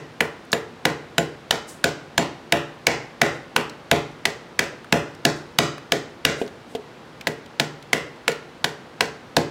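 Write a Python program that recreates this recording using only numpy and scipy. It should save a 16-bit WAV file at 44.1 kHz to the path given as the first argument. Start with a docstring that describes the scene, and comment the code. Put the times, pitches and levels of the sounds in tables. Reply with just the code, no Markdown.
"""In a small workshop, a hand adze hollows a wooden spoon that lies on a heavy chopping block.
Each impact cracks the fibres in a burst of noise and excites the modes of spoon, steel and block;
the room reverberates and the close microphone overloads. Chips tick down and shavings rustle
over a steady background noise, and in a short pause the work is knocked lightly twice."""
import sys
import numpy as np
from scipy import signal
from scipy.fft import rfft, irfft
from scipy.io import wavfile

SR = 44100
rng = np.random.default_rng(int(sys.argv[2]) if len(sys.argv) > 2 else 0)


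def pcm_store(signal):
    """Save signal as 16-bit PCM."""
    levels = np.round(np.clip(np.atleast_2d(signal), -1, 1) * 32767)
    wavfile.write(sys.argv[1], SR, levels.astype(np.int16).T)


N = 418950
AGE = np.arange(int(.8 * SR)) / SR   # seconds since an event began


def from_db(db):
    """Amplitude ratio of a level in decibels."""
    return 10 ** (np.asarray(db) / 20)


def unit_energy(x):
    """Energy normalisation: the squares sum to one."""
    return x / np.sqrt(np.sum(x ** 2) + 1e-20)


def at_hz(points, hz, column=1):
    """Interpolation of a table column along log frequency."""
    table = np.array(points)
    return np.interp(np.log(np.maximum(hz, 1)), np.log(table[:, 0]), table[:, column])


def nearness(hz, centre_hz, octaves):
    """Gaussian weighting in log frequency, one at the centre."""
    return np.exp(-(np.log2(hz / centre_hz) / octaves) ** 2)


def decay(t60_s):
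    """Exponential damping: 60 dB down after t60_s."""
    return np.exp(-np.log(1000) * AGE / t60_s)


def onset(rise_s):
    """Finite rise time: a smooth climb from zero to one."""
    return 1 - np.exp(-(AGE / rise_s) ** 2)


def noise(spectrum):
    """Spectral shaping of white noise by rows of (frequency_hz, density_db); rms 1."""
    gain = from_db(at_hz(spectrum, np.arange(N // 2 + 1) * SR / N))
    return unit_energy(irfft(rfft(rng.standard_normal(N)) * gain, N)) * np.sqrt(N)


def resonance(x, hz, octaves):
    """A single resonator passes a band around its pitch."""
    edges = np.clip([hz / 2 ** (octaves / 2), hz * 2 ** (octaves / 2)], 10, .47 * SR)
    return signal.sosfilt(signal.butter(1, edges, "band", fs=SR, output="sos"), x + 1e-18)


def ring(modes, drive_db, scatter_db, detune):
    """Modal superposition: the point of contact varies each damped sine's sign, strength and pitch."""
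    hz, level_db, t60_s = np.transpose(modes)
    polarity, strength, mistuning = rng.standard_normal((3, len(hz)))
    gains = np.sign(polarity) * from_db(level_db + drive_db + scatter_db * strength)
    pitches = hz * (1 + detune * mistuning)
    return sum(g * np.sin(2 * np.pi * f * AGE) * decay(t) for g, f, t in zip(gains, pitches, t60_s))


def add(track, start_s, sound):
    """Linear superposition of a sound from start_s on."""
    start = int(round(start_s * SR))
    part = sound[max(-start, 0):N - start]
    track[max(start, 0):max(start, 0) + len(part)] += part


def background():
    """Stationary noise of the workshop, strongest in the low hundreds of hertz."""
    # noise spectrum: frequency_hz, density_db
    spectrum = [(18, -59), (30, -22.5), (161, -4), (204, -9), (233, -4.5), (303, -8.5), (355, -4),
                (394, -11), (486, -6.5), (540, -10.5), (988, -13), (1250, -14.5), (4300, -26.5),
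                (16000, -51.5)]
    return from_db(-43.5) * noise(spectrum)


def tick(hz, t60_s):
    """Impact on a sliver of wood: a damped noise burst through one resonance; peak 1."""
    size = SR // 10
    burst = rng.standard_normal(size) * (decay(t60_s) * onset(0.00061))[:size]
    click = resonance(burst, hz, octaves=0.47)
    return np.pad(click / np.max(np.abs(click)), (0, len(AGE) - size))


def tearing(cut_s, treble_db, top_db):
    """Fracture noise: fibres part within milliseconds, brighter when the wood splits cleanly."""
    # spectrum of splitting fibres: frequency_hz, density_db
    colour = [(200, -11.5), (800, -2.5), (1200, -6.5), (1700, 3), (3000, 1), (5000, -7), (7500, -14),
              (9000, -20.5), (16000, -27)]
    size = 2048
    cut = np.exp(-(AGE / cut_s) ** 2)
    rough_tail = from_db(-21.0) * decay(0.046)
    envelope = (onset(0.00022) * (cut + rough_tail))[:size]
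    raw = rfft(rng.standard_normal(size) * envelope)
    # so many fibres break that no single pitch stands out
    burst = irfft(raw / (np.abs(raw) + 1e-12)) * np.sqrt(envelope)
    hz = np.arange(len(AGE) // 2 + 1) * SR / len(AGE)
    spectrum = rfft(burst, len(AGE)) * from_db(at_hz(colour, hz))
    strength = np.linalg.norm(irfft(spectrum))
    brightness_db = at_hz([(2800, 0.0055), (4800, treble_db), (7500, treble_db), (9500, top_db)], hz)
    crack = irfft(spectrum * from_db(brightness_db)) / strength
    crack[size:] = 0
    return crack


def spoon(spot_hz):
    """Selective excitation: the spoon's modes ring most strongly near the struck spot's pitch."""
    # spoon under the blade: pitch_hz, level_db, t60_s
    modes = [(734, -12.5, 0.0098), (924, -3.5, 0.0068), (1528, -15, 0.02), (1633, -7.5, 0.0077),
             (2016, -6, 0.0091), (2259, -11, 0.014), (2837, -6, 0.0076), (3813, 8.5, 0.0027),
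             (4090, 12.5, 0.0016)]
    drive_db = 12.5 * nearness(np.array(modes)[:, 0], spot_hz, octaves=0.12)
    return unit_energy(ring(modes, drive_db, scatter_db=2.5, detune=0.012) * onset(0.00067))


def shove():
    """Heavily damped resonance: the dull push of the adze head against the block."""
    pulse = decay(0.0051) * onset(0.00027)
    return unit_energy(resonance(pulse, hz=388, octaves=1.1))


def steel(spot_hz):
    """Free vibration of the adze head: faint, but stronger when one particular spot is struck."""
    # steel head: pitch_hz, level_db, t60_s
    modes = [(7000, -39, 0.16), (7260, -31.5, 0.11)]
    drive_db = -8.5 + 14.5 * nearness(spot_hz, centre_hz=1643, octaves=.08)
    return ring(modes, drive_db, scatter_db=2.0, detune=0.0017)


def block(push_db, hollow_db):
    """Transmission through the spoon into the block: low modes thud, higher ones knock, a few ring hollow."""
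    # chopping block and its stand: pitch_hz, level_db, t60_s
    modes = [(87, -38.5, 0.34), (126, -37.5, 0.57), (148.8, -32, 0.53), (163.6, -24.5, 0.22),
             (183, -37, 0.2), (222, -26, 0.098), (229.4, -23.5, 0.15), (277, -36.5, 0.61),
             (309.7, -29, 0.25), (339, -32, 0.48), (411.6, -29, 0.42), (442, -30, 0.47),
             (471.4, -27.5, 0.3), (524, -22, 0.14), (569, -37.5, 0.6), (584, -30, 0.31), (681, -16.5, 0.1),
             (700, -29, 0.3), (814, -45, 0.45), (843, -30.5, 0.2), (990, -46, 0.39), (1057, -37.5, 0.39)]
    hz = np.array(modes)[:, 0]
    # the knock grows faster with the push than the thud does
    drive_db = at_hz([(280, 0.96 * push_db), (560, 1.01 * push_db)], hz)
    drive_db += nearness(hz, centre_hz=464, octaves=0.25) * (hollow_db - drive_db)
    return ring(modes, drive_db, scatter_db=2.0, detune=0.003) * onset(0.0036)


def workshop():
    """Room impulse response: early reflections and a diffuse tail that dies sooner in the treble."""
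    # reverberation: frequency_hz, density_db, t60_s
    reverb = [(50, -5, 1), (141, 4.5, 0.37), (394, 5, 0.43), (745, -1, 0.42), (1330, -4, 0.52),
              (1940, -6.5, 0.44), (3270, -13, 0.44), (6700, -9.5, 0.43), (8900, -7, 0.21),
              (16000, -16.5, 0.3)]
    # first returns from floor, bench and walls: delay_s, level_db
    reflections = [(.0105, -24), (.0148, -28), (.0178, -21), (.047, -25.5)]
    edges = np.geomspace(35, 17000, 19)
    white = rng.standard_normal((2, len(AGE)))
    far_wall_swell = 1 + from_db(-16.0) * np.exp(-((AGE - 0.031) / 0.032) ** 2)
    response = np.zeros(len(AGE))
    for k, (low, high) in enumerate(zip(edges, edges[1:])):
        hz = np.sqrt(low * high)
        band = signal.sosfilt(signal.butter(2, [low, high], "band", fs=SR, output="sos"), white[k % 2])
        envelope = decay(at_hz(reverb, hz, column=2)) * onset(0.002) * far_wall_swell
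        gain = from_db(at_hz(reverb, hz)) * np.sqrt((high - low) * 2 / SR)
        response += gain * unit_energy(band * envelope)
    for delay_s, level_db in reflections:
        add(response, delay_s, from_db(level_db) * np.array([1, 2, 1]) / 4)
    return response


def adze(room):
    """Impulsive excitation: each blow drives fibres, spoon, steel and block at once."""
    # blows, about three a second: start_s, force_db, spot_hz, treble_db, push_db, hollow_db
    blows = [(-0.125, -4, 2010, -2, 3, 4), (0.206, -4.5, 1980, -7, -5, -0.5),
             (0.5296, -5, 1680, -6.5, -3.5, 5.5), (0.8532, -2.5, 1790, -1, 3, 1.5),
             (1.1813, -3.5, 1630, -4, 3, 0.5), (1.5087, 0, 2860, 2, -12, -1),
             (1.8414, -0.5, 1630, 2.5, -0.5, 3), (2.179, 1, 1630, 3, 3, -3),
             (2.5232, 3.5, 2010, 1, 6.5, 1.5), (2.8685, 3.5, 2360, 7.5, 0.5, 6.5),
             (3.216, 4.5, 2180, 5.5, 6.5, -1), (3.5628, 2, 1543, -2, -3, 1.5), (3.9139, 7, 1780, 3, 8, 4.5),
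             (4.254, -5, 1920, -1.5, -8.5, -4.5), (4.5916, -0.5, 2054, 2, -6.5, -11),
             (4.9252, 3.5, 3070, 2.5, 7, 6.5), (5.2515, 2, 2840, 6, 5, 0), (5.5869, 4, 3490, 8, 6.5, -0.5),
             (5.9204, -2, 2710, 1.5, -1, 2.5), (6.2507, 3.5, 2800, 7, 1.5, 4),
             (7.27, -10.5, 1820, -9, -4, -3), (7.5979, -6.5, 3500, -1, -1.5, -7),
             (7.9311, 0.5, 2123, 0.5, -5, -0.5), (8.2794, -4, 1694, -4.5, -8, 5),
             (8.6432, -6.5, 1820, -4, -7, -3), (9.0073, -4.5, 1840, -1, -8, 3),
             (9.3666, -2, 2710, 0.5, 5, 6.5)]
    bowl_share = .36   # the spoon's bowl faces the microphone and sends less into the room
    out = np.zeros(N)
    for start_s, force_db, spot_hz, treble_db, push_db, hollow_db in blows:
        cut_s = 0.004 * 2 ** (-force_db / 8.5)   # a harder blow cuts through sooner
        top_db = 2.5 + 0.63 * force_db   # the crisp top grows more slowly than the force
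        crack = from_db(force_db + 16.0) * tearing(cut_s, treble_db - force_db, top_db - force_db)
        bowl = from_db(force_db + 17.5) * spoon(spot_hz)
        push = from_db(push_db - 4.0) * shove()
        echo = signal.fftconvolve(crack + bowl_share * bowl + push, room)[:len(AGE)]
        ping = steel(spot_hz)
        boom = from_db(0.5) * block(push_db, hollow_db)
        add(out, start_s, crack + bowl + push + echo + ping + boom)
        # the edge grazes loose chips just before it bites
        add(out, start_s - .0025, from_db(force_db - 25.0) * tick(hz=5500, t60_s=0.066))
    return out


def chips(crumb_count):
    """Small impacts: chips tick at set times, fainter crumbs at random ones."""
    # chips that break off or land close by: start_s, level_db, pitch_hz
    falls = [(0.518, -19, 6100), (3.696, -27, 4620), (4.844, -30.5, 1390), (5.149, -38, 4800),
             (5.780, -26, 1350), (6.463, -35, 4720), (6.477, -30, 3650), (7.21, -25.5, 2360),
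             (7.46, -39, 3200), (7.825, -32.5, 3530), (8.317, -22, 4500)]
    crumbs = [((when + 1) / 2 * N / SR, -46.5 + 0.5 * size, 5200 * 2 ** (.6 * pitch))
              for when, size, pitch in rng.uniform(-1, 1, (crumb_count, 3))]
    out = np.zeros(N)
    for start_s, level_db, pitch_hz in list(falls) + crumbs:
        add(out, start_s, from_db(level_db) * tick(pitch_hz, t60_s=0.021))
    return out


def shavings():
    """Friction noise of wood sliding on wood: each high rustle swells and dies away."""
    # shavings on the block and the spoon turning in the hand: peak_s, level_db, rise_s
    rustles = [(1.695, -41, 0.026), (3.34, -57, .008), (5.362, -55, .008), (6.405, -50, .05),
               (6.72, -57, 0.048)]
    t60_s = 0.3
    envelope = np.zeros(N)
    for peak_s, level_db, rise_s in rustles:
        rise = np.minimum(AGE / rise_s, 1)
        fall = from_db(-60 * np.maximum(AGE - rise_s, 0) / t60_s)
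        add(envelope, peak_s - rise_s, from_db(level_db) * rise * fall)
    return envelope * noise([(1500, -20), (5000, -5), (8500, 0), (11000, -9), (16000, -18)])


def knocks():
    """Damped modes with a contact click: the spoon is knocked lightly as it is turned."""
    # light knocks: start_s, level_db, click_db
    taps = [(6.415, -12, -12.5), (6.75, -15, -7)]
    # loosely held spoon and haft: pitch_hz, level_db, t60_s
    modes = [(246, -6, 0.03), (402, -4.5, 0.048), (458, -7, 0.074), (527, -8.5, 0.057), (656, -0.5, 0.025)]
    out = np.zeros(N)
    for start_s, level_db, click_db in taps:
        body = ring(modes, drive_db=0, scatter_db=1.0, detune=0.04) * onset(0.0009)
        click = from_db(click_db) * tick(hz=2860, t60_s=0.052)
        add(out, start_s, from_db(level_db) * (body + click))
    return out


def limiter(x, threshold_db, slope, attack_s, release_db_per_s):
    """Dynamic compression: too slow for the crack, it ducks what follows and soon recovers."""
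    power = signal.lfilter(np.ones(64) / 64, 1, x[0] ** 2)
    level_db = 10 * np.log10(np.abs(power) + 1e-12)
    reduction_db = slope * np.maximum(level_db - threshold_db, 0)
    recovery_db = release_db_per_s * np.arange(N) / SR
    held_db = np.maximum.accumulate(reduction_db + recovery_db) - recovery_db
    pole = np.exp(-1 / (attack_s * SR))
    return x * from_db(-signal.lfilter([1 - pole], [1, -pole], held_db))


def scene():
    """Superposition in one channel; convolution with the room adds reverberation to the impacts."""
    room = workshop()
    steady = background()
    carving = adze(room)
    small_impacts = knocks() + chips(crumb_count=7)
    small_echo = from_db(-8.5) * signal.fftconvolve(small_impacts, room)[:N]
    return (steady + carving + small_impacts + small_echo + shavings())[None]


def record(dry):
    """Compression, then saturation that flattens each blow's first milliseconds, then band limiting."""
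    ceiling, low_hz, high_hz = 0.51, 45, 15900
    ducked = limiter(dry, threshold_db=-7.5, slope=0.43, attack_s=0.0025, release_db_per_s=92.0)
    clipped = ducked / (1 + (ducked / ceiling) ** 6) ** (1 / 6)
    thinned = signal.sosfilt(signal.butter(1, low_hz, "high", fs=SR, output="sos"), clipped)
    return signal.sosfilt(signal.ellip(10, .1, 80, high_hz, fs=SR, output="sos"), thinned)


dry = scene()
out = record(dry)
pcm_store(out)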